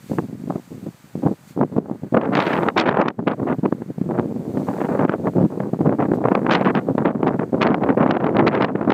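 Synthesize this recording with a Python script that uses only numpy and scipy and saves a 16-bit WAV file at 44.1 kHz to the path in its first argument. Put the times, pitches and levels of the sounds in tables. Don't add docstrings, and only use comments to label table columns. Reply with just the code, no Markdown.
import sys
import numpy as np
from scipy import signal
from scipy.fft import rfft, irfft, next_fast_len
from scipy.io import wavfile
from scipy.ndimage import uniform_filter1d, minimum_filter1d

SR = 44100
rng = np.random.default_rng(int(sys.argv[2]) if len(sys.argv) > 2 else 0)


def transcribe(u):
    v = np.clip(np.atleast_2d(u).T, -1, 1)
    q = np.round(v * 32767).astype(np.int16)
    wavfile.write(sys.argv[1], SR, q)


N = 393813

# time_s, speed_m_per_s, push_db
BREEZE = [(0.0, 0.56, 2.5), (0.2, 0.75, 3), (0.85, 0.57, -2.8), (1.02, 0.65, -2.3), (1.45, 0.59, -3),
          (1.7, 1, 3), (2.1, 0.67, -10.5), (2.45, 2.4, 0.5), (3.12, 1.06, 3.5), (3.5, 0.77, 2.0),
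          (3.95, 0.88, -7.5), (4.15, 1.1, 10.5), (4.95, 2.01, 3), (5.5, 1.04, 1.5), (6.6, 2.32, 2.0),
          (7.48, 1.26, 5.5), (8.2, 2.16, 10), (8.93, 0.4, 0.5)]
# frequency_hz, gain_db
PORT_EQ = [(25, -12.5), (60, -11), (120, 1), (220, 1.5), (350, 1), (700, -0.5), (1400, -1), (3000, 0.5),
           (5000, 1.5), (7000, 1.5), (10000, -5.5), (15000, 3)]
# time_s, level_db
GRASS_RIDE = [(0, -65), (.35, -67.5), (.55, -64.5), (1.5, -66), (1.62, -70.5), (3.6, -70.5), (5.1, -66.5),
              (6, -69.5), (6.9, -70), (8.93, -74.5)]
# peak_s, half_width_s, rise_db
GRASS_SWELLS = [(.13, .085, 6.5), (1.5, 0.032, 6), (2.55, 0.2, 7.5), (4.71, 0.21, 5.5), (6.15, 0.02, 10)]
# frequency_hz, gain_db
GRASS_EQ = [(500, -4), (2200, 8.5), (3000, 4.5), (4000, 4.5), (4650, 5.5), (5200, 1), (6500, 4),
            (8200, 4.5), (9700, -1.5), (11500, 0), (15000, 0)]
# frequency_hz, gain_db
FIELD_EQ = [(30, -7.5), (150, -6), (400, 3.5), (800, 3), (1500, 1.5), (2200, -6.5), (3000, -18),
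            (4600, -28), (5500, -37), (15000, -42)]
# start_s, length_s, speed_m_per_s, push_db
GUSTS = [(0.087, 0.163, 0.96, 8), (0.291, 0.055, 0.64, 9), (0.373, 0.13, 0.51, 9),
         (0.493, 0.096, 2.04, -1.5), (0.702, 0.09, 0.88, 6.5), (0.803, 0.087, 1.21, 3.5),
         (1.144, 0.073, 1, 10.5), (1.216, 0.11, 1.72, 12), (1.558, 0.087, 1.31, 18.5),
         (1.711, 0.14, 1.34, 7.5), (1.863, 0.095, 1.66, 2), (2.011, 0.065, 1.16, 5.0),
         (2.117, 0.069, 1.26, 17), (2.142, 0.2, 2.5, 8), (2.203, 0.052, 3.5, 8.5), (2.324, 0.011, 6.5, -18),
         (2.345, 0.21, 6.57, 5), (2.56, 0.14, 3.9, 5.5), (2.757, 0.17, 4.35, 13), (2.769, 0.042, 10.4, -1),
         (2.855, 0.032, 5.2, 17), (2.934, 0.17, 4.14, 11.5), (3.176, 0.098, 0.92, 16.5),
         (3.264, 0.065, 4.93, 8), (3.367, 0.089, 2.1, 8.0), (3.461, 0.074, 4.23, 8.5),
         (3.57, 0.016, 0.48, 16.5), (3.627, 0.065, 1.9, 10.5), (3.709, 0.13, 1.64, -1.5),
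         (3.876, 0.046, 0.62, 12.5), (3.964, 0.11, 0.5, 12.0), (4.086, 0.031, 2.48, 9.5),
         (4.134, 0.066, 2.65, 7.5), (4.223, 0.093, 0.95, 5.5), (4.389, 0.12, 0.96, 5.5),
         (4.539, 0.091, 1.22, 12), (4.664, 0.12, 2.7, -4.5), (4.798, 0.065, 3.75, 2.5),
         (4.881, 0.1, 2.75, 7.5), (4.985, 0.075, 3.03, 14), (5.073, 0.068, 3.87, 6),
         (5.185, 0.057, 0.4, 13.5), (5.239, 0.051, 2.23, 13.5), (5.337, 0.12, 1.44, 18),
         (5.494, 0.083, 2.3, 2), (5.589, 0.11, 2.26, 5), (5.727, 0.018, 1.97, 11.5),
         (5.786, 0.045, 1.1, 15.5), (5.838, 0.11, 1.98, 15), (5.983, 0.071, 3.4, 11.0),
         (6.079, 0.072, 0.76, 16.0), (6.165, 0.058, 0.9, 15), (6.231, 0.16, 2.7, 9.5),
         (6.398, 0.096, 1.4, 6.5), (6.485, 0.144, 3.9, 10.0), (6.504, 0.049, 7.8, 11),
         (6.637, 0.069, 4.9, 11.5), (6.739, 0.05, 5.4, 9.0), (6.863, 0.054, 0.81, 13),
         (6.974, 0.053, 2.7, 9.5), (7.044, 0.068, 3.47, 15), (7.139, 0.068, 1.9, 14.5),
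         (7.219, 0.14, 2.4, 11.5), (7.262, 0.017, 3.8, 13), (7.386, 0.051, 3.4, 4),
         (7.518, 0.124, 1.91, 9.0), (7.603, 0.14, 3.45, 15), (7.608, 0.019, 8.3, 4),
         (7.753, 0.03, 1.15, 14.5), (7.802, 0.13, 2.95, 12.5), (7.965, 0.21, 3.36, 10.5),
         (8.195, 0.11, 2.7, 10), (8.338, 0.17, 2.55, 12), (8.379, 0.031, 3.53, 17.5),
         (8.462, 0.018, 5.9, 13.5), (8.506, 0.08, 4.36, 9.5), (8.595, 0.098, 4.15, 8.5),
         (8.693, 0.065, 1.9, 11), (8.744, 0.11, 3.3, 1), (8.863, 0.097, 2.57, 15)]
# peak_s, speed_m_per_s, push_db
EDDIES = [(.117,1.5,6), (.134,1.8,4), (0.186,4.3,8), (.506,1.2,19), (.559,2.37,18), (.866,1.2,13),
          (1.261,0.44,24), (1.27,2.2,15), (1.613,3.14,19), (1.633,2.4,3), (1.765,0.98,13.5),
          (1.784,2.03,22.5), (1.859,3,4.5), (1.898,1.1,10.5), (1.914,1,13.5), (2.037,.73,10.5),
          (2.146,3,18), (2.17,4.3,15), (2.214,4.9,5), (2.404,5.1,11.5), (2.688,2.6,16), (2.767,3.6,9.5),
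          (3.014,6.9,1.5), (3.084,9.9,16), (3.193,3.14,9), (3.279,3.6,17.5), (3.398,2.7,13.5), (3.656,4,14),
          (3.726,2.8,12), (3.821,3,8.5), (4.013,0.42,21), (4.189,2.5,18.5), (4.573,3.6,16.5),
          (4.687,2.1,16.5), (5.095,2.9,16.5), (5.272,2.3,17.5), (5.604,2.54,13), (5.734,1.57,18.5),
          (5.893,1.4,18), (6.004,1,11), (6.119,1.9,16), (6.137,2.9,15), (6.256,1.3,22), (6.286,3.4,11.5),
          (6.318,1.2,18), (6.353,4.8,3.5), (6.466,6.5,13), (6.953,1.9,10.5), (6.982,5.1,8), (7.058,4,21),
          (7.231,3.7,11.5), (7.28,5.6,7), (7.394,2.1,10.5), (7.669,6.5,8), (7.745,3.7,18),
          (7.836,4.14,14.5), (7.891,3.8,15.5), (8.006,1.8,17), (8.03,3.4,19.5), (8.062,2.4,24),
          (8.11,7.2,16), (8.169,4,11.5), (8.204,4.5,12), (8.243,4.5,17.5), (8.267,6.5,7), (8.369,4.8,7.5),
          (8.548,5.5,5.5), (8.623,7,4), (8.646,8.5,11.5), (8.814,1.2,16.5), (8.905,7.5,3), (8.921,7.5,3.5)]
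# time_s, send_gain
HOLLOW_SEND = [(2.74, 0.24), (2.78, 0.89), (2.88, 0), (2.94, 0.86), (3.01, 2), (3.06, 0)]

BUFFET_TRIM_DB, GRASS_TRIM_DB, FIELD_LEVEL_DB = -12.5, 9, -56.5
SWIRLS_PER_S, ROLL_OFF_HZ = 240, 196


def from_db(db):
    return 10 ** (np.asarray(db) / 20)


def unit_power(x):
    return x / np.sqrt(np.mean(x ** 2) + 1e-20)


def automation(rows):
    times, *columns = np.transpose(rows)
    return [np.interp(np.arange(N) / SR, times, column) for column in columns]


def equalise(x, points):
    size = next_fast_len(N + SR // 10)
    hz, db = np.transpose(points)
    bins_hz = np.maximum(np.fft.rfftfreq(size, 1 / SR), 1)
    gain = from_db(np.interp(np.log(bins_hz), np.log(hz), db))
    return irfft(rfft(x, size) * gain, size)[:N]


def wobble(rate_hz):
    pole = np.exp(-2 * np.pi * rate_hz / SR)
    smoothed = signal.lfilter([1], [1, -2 * pole, pole * pole], rng.standard_normal(N + SR))
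    return unit_power(smoothed[SR:])


def bell(t, half_width):
    return .5 ** ((t / half_width) ** 2)


def airflow(flutter_db=1.3324, lumps_db=2.5):
    breeze_speed, breeze_db = automation(BREEZE)
    speed_energy, push_energy = breeze_speed ** 2, from_db(breeze_db) ** 2
    for span, envelope, speed, push_db in [*gusts(), *eddies()]:
        speed_energy[span] += speed ** 2 * envelope
        push_energy[span] += (from_db(push_db) * envelope) ** 2
    flutter = from_db(flutter_db * wobble(rate_hz=260))
    lumps = from_db(lumps_db * wobble(rate_hz=64.5))
    speed = np.clip(np.sqrt(speed_energy) * flutter, 1 / 8, 16)
    return speed, np.sqrt(push_energy) * flutter * lumps


def swirls(speed, crowding=1.3, wash_db=-10, pop_db=23.5):
    chance = SWIRLS_PER_S * speed ** crowding / SR
    wash = from_db(wash_db) * rng.standard_normal(N)
    kicks = (rng.random(N) < chance) * np.sign(rng.standard_normal(N)) / np.sqrt(chance)
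    peak_s, eddy_speed, _ = np.transpose(EDDIES)
    at = np.clip(peak_s * SR, 0, N - 1).astype(int)
    kicks[at] += from_db(pop_db) * eddy_speed / speed[at] * rng.choice([-1, 1], len(at))
    return kicks + wash


def buffeting(steepness=1.319):
    speed, push = airflow()
    size = next_fast_len(N + SR // 10)
    hz = np.fft.rfftfreq(size, 1 / SR)
    spectrum = rfft(swirls(speed) * push, size)
    half_octaves, pressure = 2 * np.log2(speed), np.zeros(N)
    for step in range(-6, 9):
        damping = np.exp(-(hz / (ROLL_OFF_HZ * 2 ** (step / 2))) ** steepness)
        crossfade = np.maximum(0, 1 - np.abs(half_octaves - step))
        pressure += irfft(spectrum * damping, size)[:N] * crossfade
    return from_db(BUFFET_TRIM_DB) * low_cut(equalise(pressure, PORT_EQ))


def low_cut(x, corner_hz=182.3, q=1):
    omega = 2 * np.pi * corner_hz
    return signal.lfilter(*signal.bilinear([1, 0, 0], [1, omega / q, omega ** 2], SR), x)


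def grass_hiss():
    t = np.arange(N) / SR
    ride_db, = automation(GRASS_RIDE)
    swell_db = sum(rise_db * bell(t - peak_s, width_s) for peak_s, width_s, rise_db in GRASS_SWELLS)
    hiss = unit_power(equalise(rng.standard_normal(N), GRASS_EQ))
    return from_db(GRASS_TRIM_DB + ride_db + swell_db) * hiss


def field_murmur():
    return from_db(FIELD_LEVEL_DB) * unit_power(equalise(rng.standard_normal(N), FIELD_EQ))


def gusts(attack_s=.01, release_s=.01, sag_db_per_s=0.5):
    t = np.arange(N) / SR
    for start_s, length_s, speed, push_db in GUSTS:
        span = slice(*np.searchsorted(t, [start_s, start_s + length_s + 10 * release_s]))
        age = t[span] - start_s
        attack = np.clip(age / attack_s, 0, 1)
        release = np.exp(-np.maximum(age - length_s, 0) / release_s)
        yield span, attack * from_db(-sag_db_per_s * age) * release, speed, push_db


def eddies(rise_s=.0022, fall_s=.005):
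    t = np.arange(N) / SR
    for peak_s, speed, push_db in EDDIES:
        span = slice(*np.searchsorted(t, [peak_s - 10 * rise_s, peak_s + 10 * fall_s]))
        half_width_s = np.where(t[span] < peak_s, rise_s, fall_s)
        yield span, bell(t[span] - peak_s, half_width_s), speed, push_db


def hollow_ring(wind, pitch_hz=970, q=1.08):
    send, = automation(HOLLOW_SEND)
    return send * signal.lfilter(*signal.iirpeak(pitch_hz, q, fs=SR), wind)


def limiter(x, ceiling=0.68, release_db_per_s=32):
    over_db = 20 * np.log10(np.maximum(np.abs(x) / ceiling, 1))
    recovery_db = release_db_per_s * np.arange(N) / SR
    gain_db = recovery_db - np.maximum.accumulate(over_db + recovery_db, axis=-1)
    look_ahead = SR // 500
    held_db = minimum_filter1d(gain_db, size=look_ahead)
    return x * from_db(uniform_filter1d(held_db, size=look_ahead))


def scene():
    wind = buffeting()
    return (wind + hollow_ring(wind) + grass_hiss() + field_murmur())[None]


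def record(dry, cutoff_hz=15500):
    high_cut = signal.ellip(12, .1, 90, cutoff_hz, fs=SR, output="sos")
    return signal.sosfilt(high_cut, limiter(dry))


dry = scene()
out = record(dry)
transcribe(out)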